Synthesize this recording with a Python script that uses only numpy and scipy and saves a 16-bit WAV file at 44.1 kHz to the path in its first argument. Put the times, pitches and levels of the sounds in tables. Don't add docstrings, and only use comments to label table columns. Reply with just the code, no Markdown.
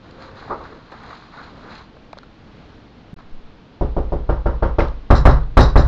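import sys
import numpy as np
from scipy import signal
from scipy.fft import rfft, irfft, next_fast_len
from scipy.io import wavfile
from scipy.ndimage import map_coordinates

SR = 44100
rng = np.random.default_rng(int(sys.argv[2]) if len(sys.argv) > 2 else 0)


def makeup_ratio(level_db):
    decades = np.asarray(level_db, float) / 20
    return 10 ** decades


def generate_wav(signal):
    frames = np.transpose(np.atleast_2d(signal))
    scaled = np.clip(frames, -1, 1) * 32767
    pcm = np.round(scaled).astype(np.int16)
    wavfile.write(sys.argv[1], SR, pcm)


N = 258867

# (frequency [Hz], density [dB per Hz])
AIR_SPECTRUM = [(8.8, -48), (15, -0.5), (148, -3), (223, -2), (254, -3), (312, -4.5), (373, -12.5),
                (458, -7.5), (521, -12.5), (624, -13), (786, -14.5), (1570, -19.5), (1740, -22),
                (4180, -26.5), (6990, -45), (9090, -69.5), (15400, -120)]
FLOOR_DB, FLOOR_AFTER_CHANGE_DB = -45, -45.5
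# (start [s], end [s])
SILENCE = (3.142, 3.162)
# (frequency [Hz], t60 [s])
ROOM_DECAY = [(150, 0.25), (700, 0.34), (2000, 0.32), (6000, 0.34)]

# (time [s], level [dB], signed frequency [Hz], t60 [s])
NUDGES = [
    (3.1312, -22, 160, .045),
    (3.163, -31, 20, .15),
    (3.24, -36, 6, .6),
    (3.32, -23, -12.5, .5),
    (3.36, -34, 13, .4),
    (3.4, -29, 13, .3),
    (3.432, -28, -11, .4),
]

# (time [s], peak level
# [dB], ring [Hz], crispness [dB], t60 [s])
SMALL_TICKS = [(0.11, -48, 1400, 2, 0.012), (0.223, -40, 1380, -9, 0.031), (1.967, -42, 587, -23, 0.029),
               (2.13, -33, 2430, -9, 0.0074), (2.1315, -29, 656, -30, 0.016),
               (2.1715, -34.5, 560, -32, 0.023), (2.178, -50.5, 3480, -1, 0.027),
               (2.1863, -20.5, 1470, -14.5, 0.0055), (2.232, -39, 1360, -16, 0.024),
               (4.795, -26.5, 2480, -27.5, 0.019), (4.805, -22, 2100, -29, 0.028),
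               (4.884, -49.5, 3520, 4.5, 0.0076), (5.434, -49.5, 3460, -5.5, 0.012)]
# (time [s], level [dB], t60 [s])
CLOTH_BRUSHES = [
    (3.187, -44, .22),
    (.92, -38, .1),
    (1.035, -36, .08),
]
# (time [s], level [dB], t60 [s])
BOOK_FLOPS = [
    (0.498, -25.5, 0.15),
    (.507, -21, 0.26),
    (0.599, -37, 0.31),
]
# (frequency [Hz], density [dB per Hz])
LAP_SPECTRUM = [(120, -49), (200, -15), (447, -2.5), (646, -7), (976, -1), (1060, -3), (1270, -1.5),
                (1410, -11), (2500, -39), (3250, -65), (5500, -120)]

# (start [s], hold [s], strength [dB], crispness [dB])
PAGE_STROKES = [(.04, 1.76, -52.5, -8), (.222, 0.011, -41.5, -9.5), (.26, 0.043, -47, -14),
                (.37, 0.093, -43, -10.5), (.5, 0.019, -41, -16), (.64, 0.022, -41, -12.5),
                (.725, .01, -50, -24), (.925, 0.067, -44.5, -17), (1.05, .04, -45, -12),
                (1.1, .03, -40, -11), (1.15, 0.11, -54, -2.5), (1.35, 0.053, -39, -15.5),
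                (1.43, 0.056, -46.5, -11), (1.56, 0.09, -49.5, -21), (1.67, 0.026, -43, -19),
                (1.715, .05, -41.5, -6), (1.78, 0.012, -49, -6)]
STROKE_RISE, STROKE_FALL = 370, 180
# (start [s], hold [s], strength [dB], upholstery over cushion [dB])
WEIGHT_SHIFTS = [(.05, .4, -50.5, 0.5), (.46, .01, -39, -5), (.505, .01, -46, 12.5), (.6, .03, -49, 6),
                 (.72, 0.0075, -52, 13), (.92, .02, -51, 2), (1.075, 0.026, -53.5, 10), (1.38, .04, -58, 8),
                 (1.53, 0.036, -47, -4), (1.575, 0.0088, -65.5, 20), (1.65, 0.024, -55, 8),
                 (1.96, .01, -49, -1)]
SHIFT_RISE, SHIFT_FALL = 780, 176
STILL_S = 2.04
# (frequency [Hz], density [dB per Hz])
CUSHION_SPECTRUM = [(15, -3), (40, -4), (110, 4), (200, -10), (350, -57)]
# (frequency [Hz], density [dB per Hz])
UPHOLSTERY_SPECTRUM = [(120, -1), (250, 7.5), (450, 12), (700, 4.5), (1100, -41), (2500, -63)]
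# (frequency [Hz], density [dB per Hz])
SHEET_SPECTRUM = [(450, -14), (750, -1), (1150, 3), (1500, -0.5), (2200, -11), (3000, -36), (7000, -39.5),
                  (9000, -61)]
# (frequency [Hz], density [dB per Hz])
CRISP_SPECTRUM = [(1410, -32), (2400, -4.5), (3120, -11), (3240, -6), (3510, -5.5), (4120, 0.5),
                  (4470, -6.5), (4840, -8), (5470, -20), (6990, -21), (9090, -60), (15400, -120)]
# (time [s], frequency [Hz], level [dB])
SPRING = [
    (.12, 528, -61),
    (.2, 533, -48),
    (.4, 537, -52),
    (.47, 527, -80),
]

# (time [s], peak level [dB])
RATTLE_EVENTS = [(4.798, -34.5), (5.1062, -26.5), (5.1537, -17.5), (5.258, -24.5), (5.275, -24.5),
                 (5.305, -27), (5.5739, -17), (5.59, -20), (5.606, -11), (5.6371, -20.5), (5.7754, -16),
                 (5.7974, -32)]
# (frequency [Hz], level [dB], t60 [s])
METAL_MODES = [(3800, -8, .15), (3876, -3, .2), (3924, 2, .22), (4000, 1, .2), (4090, -4, .15),
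               (5039, -15, .25), (5211, -14, .25), (5437, -14, .25), (5700, -15, .2), (5986, -16, .2),
               (7106, -16, .18)]
# (frequency [Hz], density [dB per Hz])
JANGLE_SPECTRUM = [(2500, -18.5), (3750, -12), (3970, 7), (4200, -6), (5300, -2), (6000, -11.0), (6500, -36),
                   (7100, -11), (7600, -38.0), (9000, -57.0)]

# (time [s], push [relative])
KNUCKLE_BLOWS = [(3.8108, .68), (3.966, .6), (4.1212, .51), (4.2915, .8), (4.4585, .78), (4.6243, .88),
                 (4.7847, .94), (5.1032, .97), (5.2534, 1.1), (5.5702, 1.16), (5.7564, 1.05)]
# (panel peak level [dB], brightness [dB])
BLOW_FORCE = [(-13, -27), (-12, -28), (-13.5, -28), (-11.5, -24.5), (-11.5, -25), (-9, -23.5), (-6.5, -18),
              (-3.5, -20), (-1, -21), (0.5, -20.5), (-4.5, -22)]
SPOT_CHANGES = (4.2, 5.0)
CONTACT_TIME = [0.0011, 0.00066, 0.00015]
# (delay [s], level [dB])
EDGE_RETURNS = [
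    (.0008, -1),
    (.0029, -5),
    (.0042, -1.5),
    (.006, -14.5),
]
# (frequency [Hz], t60 [s], signed swing for knuckle raps, for fist blows)
BOOM_MODES = [(12.4, 0.19, -0.112, -0.17), (20.0, 0.84, -0.168, -0.32), (28.5, 0.2, -0.146, -0.38),
              (34.2, 0.12, 0.423, 0.73), (45.1, 0.51, -0.22, -0.35), (47.5, 0.55, 0.215, 0.49),
              (58.8, 0.28, 0.586, 1.12), (60.5, 0.43, -0.196, -0.16), (62.7, 0.37, -0.204, -0.64),
              (80.2, 0.15, 0.237, 0.67), (90.1, 0.4, -0.058, -0.1), (106.1, 0.5, 0.015, 0.04),
              (126.0, 0.12, 0.238, 0.63), (127.2, 0.25, -0.132, -0.55), (144.8, 0.14, -0.014, -0.36),
              (157.8, 0.33, -0.059, 0.13)]
# (frequency [Hz], t60 [s], level at first spot [dB], second spot [dB], third spot [dB])
PANEL_MODES = [(187.6, 0.15, 5, -7.5, -4), (234, 0.25, -1.5, -16, -0.5), (263.3, 0.25, -2, -5.5, 0.5),
               (287.5, 0.28, -9, -10, -5.5), (340.2, 0.21, 5.5, 4, -7.5), (410.7, 0.28, 0, -12.5, -14.5),
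               (472, 0.32, -1.5, -4.5, -14), (520.2, 0.33, -3, -4.5, -9), (573.2, 0.17, 5.5, 4, -1.5),
               (622, 0.14, -18, -19, -3), (716, 0.19, 1.5, -6, -4), (758, 0.25, -5, -2, -6.5),
               (830, 0.097, -12, -25, -2.5), (869, 0.22, -11, -16, -7), (936, 0.19, -13, 2, -3.5),
               (996, 0.19, -12.5, -11, -15), (1005, 0.19, -29.5, -17, -15.5), (1183, 0.15, -30, -12.5, -6),
               (1226, 0.25, -26, -22, -11), (1342, 0.11, -31, -11, -11), (1400, 0.12, -8, 0, -10),
               (1606, 0.14, -25, -10, -9.5)]
# (frequency [Hz], density [dB per Hz])
WOOD_SPECTRUM = [(88, -12), (150, -4), (214, -7), (575, -6), (634, -12), (840, -9.5), (1270, -11),
                 (2000, -22.5), (2600, -62.5), (4400, -120)]
# (frequency [Hz], density [dB per Hz])
SNAP_SPECTRUM = [(1200, 0.5), (1800, 0), (2500, -6.5), (3500, -10), (5500, -17), (7500, -39.5)]
# (frequency [Hz], density [dB per Hz])
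FRAME_SPECTRUM = [(60, -40.5), (95, -2.5), (125, -0.5), (160, -0.5), (210, -27.5), (400, -90)]
FRAME_DB = [-28, -28, -13]

TOP_HZ = 8500


def unit(x):
    return x / np.sqrt(np.mean(x ** 2) + 1e-20)


def along(points, hz):
    f, v = np.transpose(points)
    return np.interp(np.log(hz + 1), np.log(f + 1), v)


def curves(rows):
    s, *columns = np.transpose(rows)
    return [np.interp(np.arange(N) / SR, s, column) for column in columns]


def wobble(rate):
    knots = rng.standard_normal(int(N * rate / SR) + 4)
    return map_coordinates(knots, [np.arange(N) * rate / SR])


def noise(size):
    return rng.standard_normal(size)


def coloured(x, spectrum):
    m = next_fast_len(len(x) + 8192)
    gain = makeup_ratio(along(spectrum, np.fft.rfftfreq(m, 1 / SR)))
    return unit(irfft(rfft(x, m) * gain, m)[:len(x)])


def dying(spectrum, size):
    hz, t, z = signal.stft(coloured(noise(size), spectrum), SR, nperseg=256)
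    decay = makeup_ratio(-60 * t / along(ROOM_DECAY, hz)[:, None])
    return signal.istft(z * decay, SR, nperseg=256)[1][:size]


def ring(modes, t, spread_db):
    total = 0
    for hz, db, t60 in modes:
        total = total + makeup_ratio(db + rng.normal(0, spread_db) - 60 * t / t60) * np.sin(2 * np.pi * hz * t)
    return total


def add(track, s, sound):
    part = track[round(s * SR):][:len(sound)]
    part += sound[:len(part)]


def gestures(rows, rise, fall):
    t = np.arange(N) / SR
    main_power, second_power = 0, 0
    for s, held, db, over_db in rows:
        envelope = makeup_ratio(db - rise * np.maximum(s - t, 0) - fall * np.maximum(t - s - held, 0))
        main_power = main_power + envelope ** 2
        second_power = second_power + (envelope * makeup_ratio(over_db)) ** 2
    return [np.sqrt(main_power), np.sqrt(second_power)]


def floor():
    db = np.where(np.arange(N) / SR < SILENCE[0], FLOOR_DB, FLOOR_AFTER_CHANGE_DB)
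    return makeup_ratio(db + .8 * wobble(5.94)) * coloured(noise(N), AIR_SPECTRUM)


def handling():
    out, t = np.zeros(N), np.arange(SR // 2) / SR
    for s, db, hz, t60 in NUDGES:
        add(out, s, makeup_ratio(db - 60 * t / t60) * np.sin(2 * np.pi * hz * t))
    return out


def ticks():
    out, t = np.zeros(N), np.arange(SR // 4) / SR
    size = len(t)
    for s, db, hz, crisp_db, t60 in SMALL_TICKS:
        body = np.sin(2 * np.pi * hz * t) + 0.42 * coloured(noise(size), SHEET_SPECTRUM)
        crack = makeup_ratio(crisp_db) * coloured(noise(size), CRISP_SPECTRUM)
        onset = 1 - np.exp(-t / .0004)
        add(out, s, makeup_ratio(db + 5.5 - 60 * t / t60) * (body * onset + crack))
    for s, db, t60 in CLOTH_BRUSHES:
        brush = coloured(noise(size), SHEET_SPECTRUM) + 0.17 * coloured(noise(size), CRISP_SPECTRUM)
        add(out, s, makeup_ratio(db - 60 * t / t60) * brush)
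    for s, db, t60 in BOOK_FLOPS:
        onset = 1 - np.exp(-t / 0.0018)
        add(out, s, makeup_ratio(db - 60 * t / t60) * onset * coloured(noise(size), LAP_SPECTRUM))
    return out


def pages():
    fade = np.clip((STILL_S - np.arange(N) / SR) * 10, 0, 1)
    gains = gestures(WEIGHT_SHIFTS, SHIFT_RISE, SHIFT_FALL) + gestures(PAGE_STROKES, STROKE_RISE, STROKE_FALL)
    bodies = (CUSHION_SPECTRUM, UPHOLSTERY_SPECTRUM, SHEET_SPECTRUM, CRISP_SPECTRUM)
    rub = 0
    for gain, body in zip(gains, bodies):
        grains = noise(N) * makeup_ratio(2 * wobble(200) + 1.1 * wobble(30))
        rub = rub + gain * coloured(grains, body)
    hz, hum_db = curves(SPRING)
    hum = makeup_ratio(hum_db + 4 + 1.5 * wobble(20)) * np.sin(2 * np.pi * np.cumsum(hz) / SR)
    return fade * (rub + hum)


def fittings():
    out, t = np.zeros(N), np.arange(SR // 4) / SR
    for s, db in RATTLE_EVENTS:
        contacts = noise(len(t)) * (rng.random(len(t)) < 900 / SR) * makeup_ratio(-60 * t / 0.22)
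        contacts[0] = 1.6
        detuned = t * rng.normal(1, .003)
        bell = ring(METAL_MODES, detuned, spread_db=4) * makeup_ratio(-60 * t / .1)
        scatter = coloured(noise(len(t)), JANGLE_SPECTRUM) * makeup_ratio(-60 * t / 0.075)
        metal = makeup_ratio(-12) * bell + makeup_ratio(-10.5) * scatter
        add(out, s, makeup_ratio(db - 13.5) * signal.fftconvolve(contacts, metal))
    return out


def edge_pulses(t):
    total = 0
    for delay, db in EDGE_RETURNS:
        u = (t - delay) / 0.00043
        total = total + makeup_ratio(db) * (1 - 2.1 * u * u) * np.exp(-u * u)
    return total


def boom(swing, t):
    total = 0
    for hz, t60, *swings in BOOM_MODES:
        total = total + swings[swing] * makeup_ratio(-60 * t / t60) * np.sin(2 * np.pi * hz * t)
    return total


def door():
    out, long = np.zeros(N), np.arange(SR) / SR
    t = long[:SR // 2]
    size = len(t)
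    booms = [boom(swing, long) for swing in (0, 0, 1)]
    woods = [dying(WOOD_SPECTRUM, size) for spot in CONTACT_TIME]
    pulses = edge_pulses(t)
    rise = 1 - np.exp(-t / 0.0019)
    touch = 1 - np.exp(-(t / 0.00026) ** 2)
    build = 1 - np.exp(-t / 0.0026)
    boom_onset = 1 - np.exp(-(long / 0.00043) ** 2)
    shudder_shape = makeup_ratio(-60 * t / .55) * (1 - np.exp(-t / .015))
    for (s, push), (db, bright_db) in zip(KNUCKLE_BLOWS, BLOW_FORCE):
        spot = np.searchsorted(SPOT_CHANGES, s)
        modes = ring([(row[0], row[2 + spot], row[1]) for row in PANEL_MODES], t, spread_db=0.0)
        diffuse = makeup_ratio(-8) * woods[spot] + makeup_ratio(-11.5) * dying(WOOD_SPECTRUM, size)
        panel = pulses * touch + makeup_ratio(-12) * rise * modes + build * diffuse
        force = np.exp(-(np.arange(-60, 61) / SR / CONTACT_TIME[spot] * 4) ** 2)
        struck = np.convolve(panel, force / force.sum(), "same")
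        snap = makeup_ratio(bright_db - 3) * dying(SNAP_SPECTRUM, size) * build
        shudder = makeup_ratio(FRAME_DB[spot]) * shudder_shape * coloured(noise(size), FRAME_SPECTRUM)
        add(out, s, makeup_ratio(db) * (struck + snap))
        add(out, s, push * shudder)
        add(out, s, 1.07 * push * booms[spot] * boom_onset)
    return out


def scene():
    return (door() + fittings() + pages() + ticks() + handling() + floor())[None]


def band_limit(x):
    return signal.sosfilt(signal.butter(12, 16000, fs=SR, output="sos"), x)


def record(dry):
    m = next_fast_len(N + 8192)
    low_pass = 1 / (1 + (np.fft.rfftfreq(m, 1 / SR) / TOP_HZ) ** 14)
    x = irfft(rfft(dry, m) * low_pass, m)[:, :N]
    t = np.arange(N) / SR
    gate = np.clip(np.maximum((SILENCE[0] - t) * SR, (t - SILENCE[1]) * 250), 0, 1)
    mix = np.clip(x * gate, -1, 1)
    return band_limit(mix)


dry = scene()
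out = record(dry)
generate_wav(out)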